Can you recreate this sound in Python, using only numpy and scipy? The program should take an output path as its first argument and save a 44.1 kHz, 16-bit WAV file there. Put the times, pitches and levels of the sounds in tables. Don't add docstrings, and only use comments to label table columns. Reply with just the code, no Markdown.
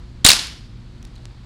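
import sys
import numpy as np
from scipy import signal
from scipy.fft import rfft, irfft
from scipy.io import wavfile

SR = 44100
rng = np.random.default_rng(int(sys.argv[2]) if len(sys.argv) > 2 else 0)


def store_pcm(level_fs):
    pcm = np.round(np.clip(level_fs, -1, 1) * 32767).astype(np.int16)
    wavfile.write(sys.argv[1], SR, np.atleast_2d(pcm).T)


def invert_db(level):
    return 10 ** (np.asarray(level, dtype=float) / 20)


N = 63945


def rms_one(x):
    return x / np.sqrt(np.mean(x ** 2) + 1e-20)


def at_hz(points, hz):
    p = np.array(points)
    log_hz = np.log(np.maximum(hz, 1))
    return np.interp(log_hz, np.log(p[:, 0]), p[:, 1], left=p[0, 1], right=p[-1, 1])


def drift(rate_hz, size):
    r = np.exp(-2 * np.pi * rate_hz / SR)
    wander = signal.lfilter([1], [1, -2 * r, r * r], rng.standard_normal(size + SR))
    return rms_one(wander[SR:])


def coloured(spectrum, size):
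    hz = np.arange(size // 2 + 1) * SR / size
    low_fade = np.minimum(1, (hz / spectrum[0][0]) ** 4)
    white = rfft(rng.standard_normal(size))
    return rms_one(irfft(white * invert_db(at_hz(spectrum, hz)) * low_fade, size))


def resonate(x, hz, width_hz):
    r = np.exp(-np.pi * width_hz / SR)
    return rms_one(signal.lfilter([1, 0, -1], [1, -2 * r * np.cos(2 * np.pi * hz / SR), r * r], x))


# f/Hz, level/dB per Hz
STREET_COLOUR = [(400, -1.5), (1000, -2), (2800, -8), (4400, -5.5), (5600, -15), (8000, -19.5),
                 (11000, -30), (15500, -44)]
# f/Hz, level/dB per Hz
RUMBLE_COLOUR = [(15, -13), (30, 1), (90, -1.5), (180, -5.5), (260, -13.5), (420, -25.5), (650, -42.5),
                 (1100, -110)]
# f/Hz, level/dB rms
MOTOR_HUM = [(118.4, -46.5), (236.9, -57), (296.1, -62), (355.3, -62), (479.1, -71)]
AIR_DB, RUMBLE_DB = -55, -42.5
DRONE_HZ, DRONE_WIDTH_HZ, DRONE_DB = 45, 19, -42
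HUM_WAVER_DB = 2.5


def background():
    t = np.arange(N) / SR
    air = invert_db(AIR_DB + 0.7 * drift(3.0, N)) * coloured(STREET_COLOUR, N)
    rumble = invert_db(RUMBLE_DB + 1.5 * drift(4.0, N)) * coloured(RUMBLE_COLOUR, N)
    drone = resonate(rng.standard_normal(N + SR), DRONE_HZ, DRONE_WIDTH_HZ)
    drone = invert_db(DRONE_DB) * resonate(drone, DRONE_HZ, 2 * DRONE_WIDTH_HZ)[SR:]
    hum = np.zeros(N)
    for hz, db in MOTOR_HUM:
        level = invert_db(db + HUM_WAVER_DB * drift(5.6, N))
        hum += level * np.sqrt(2) * np.sin(2 * np.pi * hz * t + 0.5 * drift(11.0, N))
    return air + rumble + drone + hum


FAR_WALL_S, FAR_WALL_DB, FAR_WALL_CUT_HZ = 0.1028, -26, 7000


def far_wall(shot):
    lag = int(FAR_WALL_S * SR)
    dull = signal.sosfilt(signal.butter(2, FAR_WALL_CUT_HZ, fs=SR, output="sos"), shot)
    return invert_db(FAR_WALL_DB) * np.concatenate([np.zeros(lag), dull[:-lag]])


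# f/Hz, t60/s
ECHO_FALL = [(200, 0.57), (700, 0.4549), (2000, 0.5485), (4300, 0.5), (8000, 0.35), (11000, 0.41),
             (14000, 0.07)]
# f/Hz, level/dB per Hz
YARD_COLOUR = [(200, -8), (500, -16), (900, -9.5), (2500, -5.5), (4300, 1), (6000, -5), (10000, -10.5),
               (14000, -24)]
YARD_WET_DB, YARD_GAP_S, YARD_LUMPS_DB = -7, 0.01192, 1
FAR_TAIL_DB, FAR_TAIL_STRETCH = -25.5, 1.9


def yard(shot):
    t = np.arange(SR) / SR
    edges = 120 * 2 ** np.arange(0, 7.6, 0.5)
    power = np.minimum(shot ** 2, 4.0)
    started = np.cumsum(power) > 0
    tail = 0
    for low, high in zip(edges, np.minimum(edges[1:], 0.45 * SR)):
        hz = np.sqrt(low * high)
        fall_db = -60 * t / at_hz(ECHO_FALL, hz)
        near = invert_db(2 * fall_db)
        far = invert_db(2 * FAR_TAIL_DB + 2 * fall_db / FAR_TAIL_STRETCH)
        answer = (near + far) * np.clip(t / YARD_GAP_S, 0, 1)
        echo_power = np.maximum(signal.fftconvolve(power, answer)[:N], 0)
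        held = np.sqrt(echo_power * 20 / SR) * started
        band_pass = signal.butter(2, [low, high], "band", fs=SR, output="sos")
        band = signal.sosfilt(band_pass, rng.standard_normal(N))
        tail = tail + band * held * invert_db(at_hz(YARD_COLOUR, hz))
    return invert_db(YARD_WET_DB + 6 + YARD_LUMPS_DB * drift(60.0, N)) * tail


SNAP_S, SNAP_DB, SNAP_WIDTH_S, SNAP_LEAN = 1.25527, -22, 0.00004, 0.7


def snap():
    u = (np.arange(N) / SR - SNAP_S) / SNAP_WIDTH_S
    return invert_db(SNAP_DB) * (SNAP_LEAN * u - 1 + u * u * 0.5) * np.exp(-u * u / 2)


ATTACK_S, RELEASE_S = 0.00038, 0.0009
RING_WIDTH_HZ, RING_STEADY, SAG_PER_S = 450, 0.63, 30


def contacts(rows, colour):
    size = 2048
    out = np.zeros((2, N + size))
    t = np.arange(size) / SR
    r = np.exp(-np.pi * RING_WIDTH_HZ / SR)
    for s, db, hold, hz, ring_db in rows:
        hiss = coloured(colour, size)
        wobble = signal.lfilter([1], [1, -r], rng.standard_normal((2, 2 * size)))
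        a, b = wobble[:, size:] * np.sqrt(1 - r * r)
        phase = 2 * np.pi * hz * np.cumsum(np.exp(-SAG_PER_S * (t - hold / 2))) / SR
        ring = rms_one((a + RING_STEADY * 2) * np.cos(phase) + b * np.sin(phase))
        attack = np.sin(np.pi / 2 * np.clip(t / ATTACK_S, 0, 1)) ** 2
        shape = attack * np.exp(-np.maximum(t - max(hold, 0), 0) / RELEASE_S)
        burst = shape * np.array([hiss, invert_db(ring_db) * ring])
        even = np.sqrt(np.sum(shape ** 2) / np.sum(burst.sum(axis=0) ** 2))
        start = int(s * SR)
        out[:, start:start + size] += invert_db(db) * burst * even
    return out[:, :N]


# f/Hz, level/dB per Hz
PELLET_COLOUR = [(1500, -12), (3700, -2), (5000, -7), (6200, -1), (7500, -6), (10500, -11), (12500, -26),
                 (15500, -50)]
# t/s, level/dB, hold/s, ring f/Hz, ring over hiss/dB
PELLET_TICKS = [
    (.4698, -29.5, 0.0014, 4274, 0.5),
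    (1.0274, -41, 0.00083, 6060, -1),
    (1.0276, -47, 0.00088, 3780, 7.5),
    (1.0455, -55.5, 0.001, 5000, -7.5),
    (1.0503, -42, 0.0018, 3786, 1),
    (1.0507, -47, .0014, 6150, 9),
    (1.0680, -58, 0.01, 4270, 0.5),
    (1.1553, -50.5, .0013, 3950, 2.5),
    (1.1605, -47.5, 0.0037, 4270, 6),
    (1.1790, -53, .0032, 3530, 5),
]


def pellet():
    return contacts(PELLET_TICKS, PELLET_COLOUR).sum(axis=0)


# t/s, level/dB, length/s
GAS_PUSHES = [
    (0.2484, -4.5, .0048),
    (.2925, -17, .0024),
]
# f/Hz, level/dB, t60/s
GRIP_THUMP = [
    (271, -12, 0.049),
    (750, -17.5, .04),
    (1105, -18.5, 0.0398),
]
THUMP_S, PUSH_CUT_HZ = 0.2495, 11


def pushes():
    t = np.arange(N) / SR
    shove = np.zeros(N)
    for s, db, length in GAS_PUSHES:
        shove += invert_db(db) * np.sin(np.pi * np.clip((t - s) / length, 0, 1))
    since = np.maximum(t - THUMP_S, 0)
    thump = np.zeros(N)
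    for hz, db, t60 in GRIP_THUMP:
        thump += invert_db(db) * np.exp(-np.log(1000) * since / t60) * np.sin(2 * np.pi * hz * since)
    return signal.sosfilt(signal.butter(1, PUSH_CUT_HZ, "high", fs=SR, output="sos"), shove) + thump


# f/Hz, level/dB per Hz
GAS_COLOUR = [(150, -5.5), (480, -17), (950, -6.5), (2500, -2.5), (4200, -1), (9500, -3), (12000, -18.5),
              (15500, -50)]
# t/s, level/dB, hold/s, ring f/Hz, ring over hiss/dB
PISTOL_ACTION = [(.2448, -18, 0.0041, 3180, 2), (.2478, 2.5, 0.002, 7240, 0),
                 (.2503, -0.5, 0.0029, 3940, 3), (.2545, -9.5, 0.0036, 3910, -4.5),
                 (.2624, 0, .0045, 4290, 3), (.2685, -7.5, .002, 3980, -2), (.2724, -5, 0.0027, 3500, -4),
                 (.2775, -13.5, 0.0054, 7015, -11.5), (.2855, -10, 0.0017, 8000, -1),
                 (.2880, 6.5, 0.0037, 4400, 18.5), (.2935, -5, 0.0022, 2800, 0.5),
                 (.3021, -4.5, 0.0018, 2400, -2), (.3045, -3.5, .003, 3970, 1), (.3120, -11, .002, 4494, 6),
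                 (.3163, -1.5, .0019, 5010, 7.5), (.3275, -18, .0025, 4350, -8.5),
                 (.3310, -10.5, 0.0037, 4500, 2.5)]


def pistol():
    return contacts(PISTOL_ACTION, GAS_COLOUR).sum(axis=0)


def scene():
    shot = pistol()
    heard = shot + pushes() + yard(shot) + far_wall(shot)
    return (heard + pellet() + snap() + background())[None]


def roll_off(x):
    return signal.sosfilt(signal.butter(12, 15680, fs=SR, output="sos"), x)


OVERLOAD = 1.05


def record(dry):
    mix = np.clip(dry, -OVERLOAD, OVERLOAD)
    return roll_off(mix)


dry = scene()
out = record(dry)
store_pcm(out)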